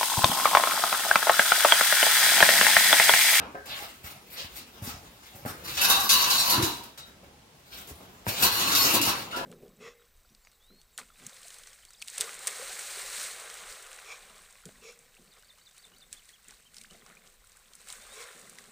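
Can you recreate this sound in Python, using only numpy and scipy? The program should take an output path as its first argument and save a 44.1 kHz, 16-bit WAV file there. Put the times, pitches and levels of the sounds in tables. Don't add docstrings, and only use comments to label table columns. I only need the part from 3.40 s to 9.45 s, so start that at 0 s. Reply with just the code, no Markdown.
import sys
import numpy as np
from scipy import signal
from scipy.fft import rfft, irfft, next_fast_len
from scipy.io import wavfile
from scipy.ndimage import map_coordinates

SR = 44100
rng = np.random.default_rng(int(sys.argv[2]) if len(sys.argv) > 2 else 0)


def digitize_waveform(pressure):
    field = np.atleast_2d(pressure).T
    bounded = np.clip(field, -1, 1)
    quanta = np.round(bounded * 32767).astype(np.int16)
    wavfile.write(sys.argv[1], SR, quanta)


def undo_db(level):
    steps = np.asarray(level, float) / 20
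    return 10 ** steps


N = 266805
SIZE = next_fast_len(N + SR)
HZ = np.maximum(np.arange(SIZE // 2 + 1) * SR / SIZE, 1)
STEP = 16
SLOW_S = np.arange(0, N, STEP) / SR


def at_hz(points, hz, column=1):
    rows = np.array(points)
    return np.interp(np.log(hz), np.log(rows[:, 0]), rows[:, column])


def in_time(rows):
    s, *columns = np.transpose(rows)
    return [np.interp(SLOW_S, s, column) for column in columns]


def drift(rate_hz):
    return map_coordinates(rng.standard_normal(400), [SLOW_S * min(rate_hz, 60)], order=3)


def per_sample(slow):
    return slow.repeat(STEP)[:N]


# Hz, t60 in s, level in dB against the direct sound, left-right likeness 0-1.
SHOP_ECHO = [(100, .22, -4, .9), (300, .28, -2, .65), (700, .28, 2, .15), (3000, .28, 4, .05),
             (7000, .16, 4, 0), (14000, .1, 1, 0)]


def two_ears(common, own):
    alike = np.clip(at_hz(SHOP_ECHO, HZ, column=3), 0, 1)
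    return np.sqrt(1 + alike) * common + np.sqrt(1 - alike) * own * [[1], [-1]]


# Hz, level in dB per Hz.
AIR_COLOUR = [(18, -40), (30, 5.5), (221, -10), (266, -11), (937, -8.5), (1250, -13.5), (3140, -12),
              (8080, -19), (14800, -25), (16000, -29)]
AIR_DB = -59


def background():
    noise = two_ears(*rfft(rng.standard_normal((2, SIZE))))
    air = irfft(noise * undo_db(at_hz(AIR_COLOUR[:-1], HZ)), SIZE)[:, :N]
    return undo_db(AIR_DB + 2.5) * air / air.std()


def ring(at_s, strength_db, hz, t60_s):
    clicks = np.full(N, 1e-18)
    clicks[(np.asarray(at_s) * SR).astype(int)] = undo_db(strength_db)
    r, w = undo_db(-60 / (max(t60_s, .01) * SR)), 2 * np.pi * hz / SR
    return signal.lfilter([0, np.sin(w)], [1, -2 * r * np.cos(w), r * r], clicks)


# start in s, peak in dB, Hz, t60 in s.
THUDS = [(0.634, -35, 80.7, 0.069), (1.038, -35, 95.5, 0.047), (1.4135, -30, 110, 0.12),
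         (1.467, -28, 237, 0.042), (1.499, -39, 90, 0.05), (1.532, -30, 80, 0.029),
         (1.941, -43, 110, 0.072), (2.0436, -29, 126, 0.074), (3.171, -24, 123.3, 0.31),
         (3.221, -21.5, 113, 0.097), (4.503, -38.5, 79, 0.19), (4.863, -26, 110, 0.17),
         (5.018, -33, 85, 0.056), (5.532, -19.5, 353, 0.063), (5.668, -19.5, 344, 0.036)]
THUD_LAG_S = .008


def thuds():
    rings = np.zeros(N)
    for s, db, hz, t60_s in THUDS:
        rings += ring([s + THUD_LAG_S], db - 3.0, hz, t60_s)
        rings += ring([s + THUD_LAG_S], db - 1.5, 1.76 * hz, 0.25 * t60_s)
    return signal.sosfilt(signal.butter(2, 400, fs=SR, output="sos"), rings)


# start in s, peak in dB, brightness in dB per octave,
# thump in Hz, ring length 0-1.
KNOCKS = [(0.001, -42, 3, 540, 0.7), (0.145, -35.5, -3.5, 576, 0.9), (0.152, -34, 3, 732, 0.15),
          (0.423, -37, 0, 805, 0.07), (2.05, -30, -4, 610, 0.01), (2.06, -25.5, -2, 262, 0.07),
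          (4.509, -37, -13, 275, 0), (4.606, -45.5, -9, 627, 0.2), (4.865, -25.5, 3, 950, 0),
          (6.011, -34, 0, 704, 0.1), (5.97, -31, -1, 695, 0.5)]
# Hz, level in dB, t60 in s.
LEVER_MODES = [(422, -3, 0.36), (545, -5, 0.78), (668, -38, 2.6), (732, 0, 0.4), (1033, -2.5, 0.32),
               (1020, -64, 0.29), (1272, -2, 1.8), (1585, 2, 0.19), (2310, -108, 0.19), (2370, -52, 0.083)]
KNOCK_LAG_S, CRACK_DB, CRACK_T60_S = .002, -3, 0.036


def knocks():
    out = np.zeros(N)
    luck_db = rng.normal(0, 3, (len(KNOCKS), len(LEVER_MODES)))
    dull = signal.butter(2, [500, 1900], "band", fs=SR, output="sos")
    cracks = signal.sosfilt(dull, rng.standard_normal((len(KNOCKS), SR // 2)))
    for (s, db, bright, thump_hz, length), strengths_db, crack in zip(KNOCKS, luck_db, cracks):
        start = int((s + KNOCK_LAG_S) * SR)
        t = np.arange(min(SR // 2, N - start)) / SR
        blow = undo_db(db - 2.0 - 60 * t / 0.039) * np.sin(2 * np.pi * thump_hz * t)
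        crack_fall_db = 60 * t / max(0.13 * length, CRACK_T60_S)
        blow += undo_db(db + CRACK_DB - crack_fall_db) * crack[:len(t)] * np.minimum(t / KNOCK_LAG_S, 1)
        for (hz, level_db, t60_s), own_db in zip(LEVER_MODES, strengths_db):
            fall_db = 60 * t / max(length * min(t60_s, 220 / hz), .01)
            mode_db = db + level_db - 7.5 + own_db + bright * np.log2(hz / 600)
            blow += undo_db(mode_db - fall_db) * np.sin(2 * np.pi * hz * t)
        out[start:start + len(t)] += blow
    return out


# start in s, peak in dB.
TINGS = [
    (3.5805, -32),
    (3.6302, -36),
]
# Hz, level in dB, t60 in s.
PART_MODES = [(1340, -5, 0.93), (3830, 2, 0.28), (4930, -6, 0.066)]


def tings():
    s, db = np.transpose(TINGS)
    return sum(ring(s, db + level_db - 16.0, hz, t60_s) for hz, level_db, t60_s in PART_MODES)


ZONE_EDGES_HZ = [50, 400, 1800, 7000, 16000]
CATCH_RISE_S = .0025
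BAND_OCTAVES = .3


def friction(zones_db, jolts, colour, grains_per_s, spread_db, clump_db, patchy_db, patch_rate, jolt_db):
    sizes_db = spread_db * np.minimum(rng.exponential(1, N), 4)
    snaps = (rng.random(N) < grains_per_s / SR) * undo_db(sizes_db)
    grit = snaps * rng.choice([-1, 1], N) * per_sample(undo_db(clump_db * drift(55)))
    grit /= grit.std()

    response = undo_db(at_hz(colour[:-1], HZ))
    zones_hz = zip(ZONE_EDGES_HZ, ZONE_EDGES_HZ[1:])
    share = [np.mean(response ** 2 * (HZ > low) * (HZ < high)) for low, high in zones_hz]
    drive_db = zones_db - 10 * np.log10(share)[:, None]
    middles = np.log2([150, 900, 3600, 11000])

    fades = []
    for s, _, _, _, t60_s in jolts:
        since_s = SLOW_S - s
        fall = undo_db(-60 * np.maximum(since_s, 0) / max(t60_s, .02))
        fades.append(np.clip(since_s / CATCH_RISE_S + 1.26, 0, 1) * fall)

    total = 0
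    for octave in np.arange(5.5, 14.5, BAND_OCTAVES):
        place = np.interp(octave, middles, range(4))
        low = min(int(place), 2)
        stroke = undo_db(drive_db[low] + (place - low) * (drive_db[low + 1] - drive_db[low]))
        burst = sum(undo_db(db + jolt_db - max(narrow, 0) * abs(octave - np.log2(hz))) * fade
                    for (_, db, hz, narrow, _), fade in zip(jolts, fades))
        burst = burst * (octave > 9) / np.sqrt(share[2] + share[3])
        patch = undo_db(patchy_db * drift(patch_rate))
        gain = np.hypot(stroke * patch, burst)
        band = np.clip(1 - abs(np.log2(HZ) - octave) / BAND_OCTAVES, 0, 1)
        total = total + band * rfft(per_sample(gain) * grit, SIZE)
    return irfft(total * response, SIZE)[:N]


# peak time in s, rise in s, strength in dB,
# weight in dB in the lows, grit in dB in the highs.
SCUFFS = [(0.0, .01, -42.5, 9.5, -24), (0.155, .008, -66, 20, -25), (0.31, 0.057, -34, -8, -16),
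          (0.427, 0.2, -41, -5.5, -3.5), (0.485, 0.07, -49.5, -17, -4), (0.645, 0.02, -40, -4.5, -2.5),
          (0.935, 0.029, -50.5, -7, 7.5), (0.988, 0.12, -35, -10.5, -10), (1.165, 0.033, -42, -13, -3.5),
          (1.44, 0.022, -45, -2.5, 3), (1.468, 0.05, -39.5, -4, -3.5), (1.865, 0.055, -52, -29, -2),
          (1.96, 0.026, -63, 5, 11), (2.08, 0.036, -46.5, 5.5, 5), (3.582, .006, -50, -13, -8),
          (3.68, 0.23, -58.5, -4, -3.5), (3.842, 0.016, -68, -7, -3), (4.264, 0.052, -58, -11, -15),
          (4.322, 0.013, -41, -15, -23), (4.39, 0.22, -49.5, -4, 1), (4.488, 0.037, -57, -15, 10.5),
          (4.887, 0.031, -31.5, -2.5, -1.5), (4.96, .06, -31, -13, -11), (5.975, 0.15, -41.5, 9, -6)]
# time in s, level in dB, weight in dB.
SHUFFLE = [(.12, -68, 8), (.23, -70, 8), (.45, -60, 0), (.85, -60.5, 1), (1.3, -59.5, 0), (1.55, -58, 5),
           (1.8, -61, -1.5), (2.2, -54, 2.5), (2.4, -57.5, 8), (3.5, -67, 6.5), (3.9, -81, 18.5),
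           (4.22, -81, 15), (4.45, -61, 4), (4.72, -60.5, 5), (4.83, -66, 5), (5.3, -61, 12.5),
           (5.8, -64, 2), (6.05, -65, 3)]
FALL_DB_PER_S = [130.5, 169, 195, 200]
SWELL_DB = 26
SCUFF_RUMBLE_DB, SCUFF_RUMBLE_FOLLOWS = -11.5, 0.99
SHUFFLE_RUMBLE_DB, SHUFFLE_RUMBLE_FOLLOWS, SHUFFLE_HISS_DB = 1.5, 1.18, -2.5


def scuff_zones():
    db, weight = in_time(SHUFFLE)
    rumble = db + SHUFFLE_RUMBLE_DB + SHUFFLE_RUMBLE_FOLLOWS * weight
    power = undo_db(2 * np.array([rumble, db + weight, db, db + SHUFFLE_HISS_DB]))
    for s, rise_s, db, weight, grit in SCUFFS:
        since_s = SLOW_S - s
        swell = SWELL_DB * since_s / max(rise_s, .005)
        shape = np.where(since_s < 0, swell, -np.outer(FALL_DB_PER_S, since_s))
        zones = db + np.array([SCUFF_RUMBLE_DB + SCUFF_RUMBLE_FOLLOWS * weight, weight, 0, grit])
        power = power + undo_db(2 * np.maximum(zones[:, None] + shape, -150))
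    return 10 * np.log10(power)


# start in s, peak in dB, centre in Hz, narrowness in dB per octave, t60 in s.
SLIPS = [(0.258, -29, 3250, 3, 0.21), (0.2944, -18, 3080, 20, 0.2), (0.34, -22, 2500, 6, 0.4),
         (0.641, -29, 3030, 6, 0.1), (0.9033, -32, 12000, 13, 0.16), (0.9794, -22, 3160, 8, 0.07),
         (1.158, -31, 5270, 3, 0.15), (1.4232, -35, 13200, -1, 0.12), (1.4694, -30, 2620, 13, 0.081),
         (1.8594, -31, 3610, 6, 0.14), (1.955, -34, 13000, 9, 0.12), (2.058, -26, 13100, 1.5, 0.086),
         (3.577, -21, 4930, 7, 0.1), (3.8394, -48, 2200, 3, 0.12), (4.33, -33, 3300, 13, 0.3),
         (4.473, -28.5, 11200, 3, 0.13)]
# Hz, level in dB per Hz.
SCUFF_COLOUR = [(24, -33), (40, 8.5), (215, 4), (715, -3), (790, -4.5), (1090, -6.5), (2910, -13),
                (7730, -18.5), (14800, -14.5), (16000, -22)]


def scuffs():
    return friction(scuff_zones() - 3.0, SLIPS, SCUFF_COLOUR, grains_per_s=9000, spread_db=2.5, clump_db=2.0,
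                    patchy_db=2.5, patch_rate=18, jolt_db=-14.5)


# start in s, length in s, Hz, width in Hz, level in dB.
GROANS = [(2.455, 0.16, 785, 43, -41), (2.48, 0.18, 1130, 39, -37.5), (2.72, 0.1, 1044, 170, -36.5),
          (2.88, 0.24, 1007, 230, -40.5), (3.165, 0.081, 326, 68, -34), (3.12, .035, 975, 150, -35),
          (3.2, .2, 950, 60, -51), (3.11, .03, 1350, 200, -39), (0.148, .02, 1600, 200, -48),
          (0, .06, 2450, 150, -61), (0.965, .03, 3800, 2500, -47), (1.46, .02, 5000, 4000, -47),
          (4.32, .07, 3300, 1500, -53), (2.053, .01, 1300, 400, -46), (2.41, 0.085, 2700, 38, -37),
          (2.51, .08, 3880, 130, -35), (2.5, 0.042, 3700, 130, -34), (2.7, 0.092, 4430, 150, -33),
          (2.7, 0.077, 2900, 240, -36.5), (2.9, .1, 4250, 80, -35.5), (3.0, 0.12, 4610, 110, -39),
          (3.09, 0.045, 2850, 190, -39), (3.215, 0.058, 3900, 140, -40), (5.03, .04, 5800, 100, -44),
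          (5.1, 0.17, 4200, 250, -38.5), (5.3, 0.024, 293, 31, -42), (5.2, .2, 1120, 29, -41.5),
          (5.35, 0.065, 4360, 70, -30.5), (5.35, 0.074, 5200, 430, -34.5),
          (5.36, 0.062, 13300, 1500, -29.5), (5.41, 0.19, 301.5, 56, -36.5), (5.4, 0.15, 552, 180, -44),
          (5.45, 0.18, 2750, 300, -39), (5.617, .04, 11400, 500, -43), (5.93, 0.093, 985, 30, -43),
          (5.92, .015, 1400, 120, -38.5), (5.95, 0.039, 1680, 160, -45), (5.912, 0.025, 2840, 270, -48.5)]
GROAN_RISE_S, GROAN_FALL_S, GROAN_FLUTTER_DB = 0.0076, 0.055, 0


def groans():
    out, noise = np.zeros(N), rng.standard_normal(N)
    flutter = per_sample(undo_db(GROAN_FLUTTER_DB * drift(25)))
    for s, length_s, hz, width_hz, db in GROANS:
        start = int(s * SR)
        span = slice(start, start + SR // 2)
        r = np.exp(-np.pi * width_hz / SR)
        mode = [0.99, 0, -0.998, 1, -2 * r * np.cos(2 * np.pi * hz / SR), r * r]
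        tone = signal.sosfilt([mode] * 2, noise[span])
        t = np.arange(len(tone)) / SR
        shape = np.clip(t / GROAN_RISE_S, 0, 1) * np.exp(-np.maximum(t - length_s, 0) / GROAN_FALL_S)
        out[span] += tone / tone.std() * shape * undo_db(db) * flutter[span]
    return out


# time in s, speed as rasp level in dB, weight bearing down in dB.
DRAGS = [
    [(2.24, -43.5, -5), (2.29, -39.5, 0), (2.36, -37, -2), (2.43, -30, -1), (2.5, -26, 5.5),
     (2.57, -28.5, 1.5), (2.68, -32.5, -3)],
    [(2.72, -22.5, -4), (2.87, -29, -0.5), (3.0, -25.5, -4.5), (3.13, -26, 5), (3.19, -31, 8),
     (3.25, -31, 7.5), (3.4, -45.5, 12), (3.52, -56.5, 5)],
    [(4.97, -38, -1), (5.035, -20, 3.5), (5.1, -27.5, 1.5), (5.24, -28, 0.5), (5.38, -22.5, 0),
     (5.58, -26, 3), (5.612, -37, 14.5), (5.68, -26, 6), (5.89, -45, 11.5)],
]
LIFTED_S = [2.22, 3.56, 4.95, 5.93]
# level in dB against the rasp, share of weight, extra share of speed.
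DRAG_ZONES_DB = [-16, -6.5, -0.5, -2.5]
DRAG_WEIGHT_SHARES = [1.06, 0.59, -0.062, -0.39]
DRAG_SPEED_SHARES = [0.015, 0, 0, 0.22]
MEAN_SPEED_DB = -28


def drag_zones():
    lifted = [(s, -90, 0) for s in LIFTED_S]
    moving = [tuple(row) for stroke in DRAGS for row in stroke]
    speed_db, weight = in_time(sorted(lifted + moving))
    tilt = np.outer(DRAG_WEIGHT_SHARES, weight) + np.outer(DRAG_SPEED_SHARES, speed_db - MEAN_SPEED_DB)
    return speed_db + np.array(DRAG_ZONES_DB)[:, None] + tilt


# start in s, peak in dB, centre in Hz, narrowness in dB per octave,
# t60 in s.
CATCHES = [(2.278, -14, 2460, 6, 0.33), (2.3525, -20, 5000, 9.5, 0.083), (2.6004, -11.5, 6000, 5, 0.11),
           (5.655, -17.5, 12000, -1, 0.091), (3.435, -38, 12000, 4, 0.065), (2.372, -4.5, 2870, 9.5, 0.36),
           (2.415, -14.5, 4740, -3, 0.36), (2.446, -5.5, 2600, 6, 0.14), (2.5006, -3, 4720, 1.5, 0.12),
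           (2.6942, 3, 4060, 6, 0.12), (2.9016, -8, 4220, 5, 0.26), (2.9894, -11, 4550, 21, 0.48),
           (3.0995, -8.5, 4180, 2.5, 0.26), (3.2244, -10.5, 3830, 4, 0.46), (4.8824, -23, 3600, 9, 0.44),
           (5.026, -3.5, 5780, 3.5, 0.091), (5.353, 3, 4400, 5.5, 0.081), (5.42, -8, 4570, 6, 0.27),
           (5.6154, -4, 5000, 4, 0.19), (5.911, -16, 2700, 10.5, 0.51), (5.964, -24, 2580, 3.5, 0.14)]
# Hz, level in dB per Hz.
DRAG_COLOUR = [(24, -50.5), (40, 3.5), (115, 3), (249, 4.5), (297, 2.5), (630, -4), (1120, -4),
               (1210, -2.5), (2100, -8), (2630, -4.5), (3300, -4), (4340, -3.5), (8130, -5.5),
               (13800, -0.5), (16000, -27)]
# Hz, width in Hz, dB over the rasp in first, second and third stroke.
PLATE_MODES = [(112, 13, -9, -15, 4.5), (296.3, 1.8, -2, -8, 6), (341, 5.5, -6, -7, -24),
               (788, 20.3, 0, -8, -13), (960, 40, 4.5, 3, 3), (1018, 35, 5, 2.5, 1), (1086, 14, 7, 8, 7),
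               (1139, 15, 10, 7, -2), (1316, 24, -9, -2, -4), (1553, 150, 6.5, -1, -1),
               (1946, 21, -4, -6, -2), (2527, 45, -6, -6, -2.5), (2668, 46, 4, 3.5, 1),
               (2850, 80, -14, 0, -3), (3008, 64, -12, 1.5, -0.5), (3460, 53, -14, -4.5, -16),
               (3840, 130, 1.5, 0, -2), (3903, 34, 3.5, 2, -2), (4030, 55, 0, 10, 0),
               (4260, 55, -2, 4.5, 4), (4330, 39, 5, -3, 0.5), (4440, 43, -5, -2.5, -6),
               (4610, 72, -2, 3, 1), (4665, 35, 4, -2, -6), (5160, 39, -5, 0, -4), (5530, 50, -1, -6, -6),
               (5800, 84, 3, -1, -2), (5935, 33, -4, 7, -3), (6350, 95, -2, 2, -4), (6850, 54, -1, -5, -4),
               (11320, 280, 8.5, 6, 2.5), (14100, 180, 0, -3, -9)]
REGRIP_S = 2.69


def drags():
    zones_db = drag_zones()
    rasp = friction(zones_db - 6.5, CATCHES, DRAG_COLOUR, grains_per_s=6000, spread_db=3.5, clump_db=1.8,
                    patchy_db=2.5, patch_rate=20, jolt_db=-15)
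    out = rasp.copy()
    stroke = np.searchsorted([REGRIP_S, LIFTED_S[1]], SLOW_S)
    pressure_db = np.clip(1.4 * (zones_db[2] + 30), -14, 0)
    for hz, width_hz, *levels_db in PLATE_MODES:
        r = np.exp(-np.pi * width_hz / SR)
        drive = rasp * per_sample(undo_db(np.array(levels_db)[stroke] + pressure_db + 2.2 * drift(12)))
        poles = [1, -2 * r * np.cos(2 * np.pi * hz / SR), r * r]
        out += signal.lfilter([(1 - r * r) / 2, 0, (r * r - 1) / 2], poles, drive)
    return out


# Hz, turns of phase.
LEFT_LEAD = [(0, 0), (520, .03), (2930, 1.27), (5770, 2.26), (6800, 3), (22050, 3)]
# Hz, left over right in dB.
LEFT_GAIN = [(300, 0), (5000, 0.9), (9000, 4), (13000, 6)]


def shop(x, echoed):
    t, white, tails = np.arange(SR) / SR, rng.standard_normal((2, 2, SR)), 0
    log_hz, log_points = np.log(np.arange(SR // 2 + 1) + 1), np.log(np.array(SHOP_ECHO)[:, 0])
    for k, (_, t60_s, db, _) in enumerate(SHOP_ECHO):
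        tail = white * undo_db(-60 * t / max(t60_s, .05)) * np.clip(t / 0.00077, 0, 1)
        band = np.interp(log_hz, log_points, np.arange(len(SHOP_ECHO)) == k)
        tails = tails + band * rfft(tail) * undo_db(db) / np.sqrt(np.mean(tail ** 2) * SR * 2)
    tails = rfft(irfft(tails, SR), SIZE)

    angle = per_sample(2.61 * drift(20))
    echo = rfft(echoed * np.cos(angle), SIZE) * tails[0] + rfft(echoed * np.sin(angle), SIZE) * tails[1]
    lean_db = at_hz(LEFT_GAIN, HZ) / 2
    lead = np.exp(1j * np.pi * np.interp(HZ, *np.transpose(LEFT_LEAD)))
    direct = rfft(x, SIZE) * np.array([undo_db(lean_db) * lead, undo_db(-lean_db) / lead])
    echo = two_ears(*echo) * undo_db([0.26 * lean_db, -0.4 * lean_db])
    return irfft(direct + echo, SIZE)[:, :N]


def scene():
    blows = undo_db(2.0) * (thuds() + knocks() + tings())
    rasping = scuffs() + groans() + drags()
    echoed = rasping + undo_db(-6) * blows
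    return background() + shop(rasping + blows, echoed)


def low_pass(x):
    return signal.sosfilt(signal.butter(12, 16180, fs=SR, output="sos"), x)


def record(dry):
    cut = signal.sosfilt(signal.butter(4, 48, "high", fs=SR, output="sos"), dry)
    rounded = 0.77 * np.tanh(cut / 0.85)
    top_cut = signal.ellip(12, .5, 70, 15950, fs=SR, output="sos")
    return low_pass(signal.sosfilt(top_cut, rounded))


dry = scene()
out = record(dry)
digitize_waveform(out)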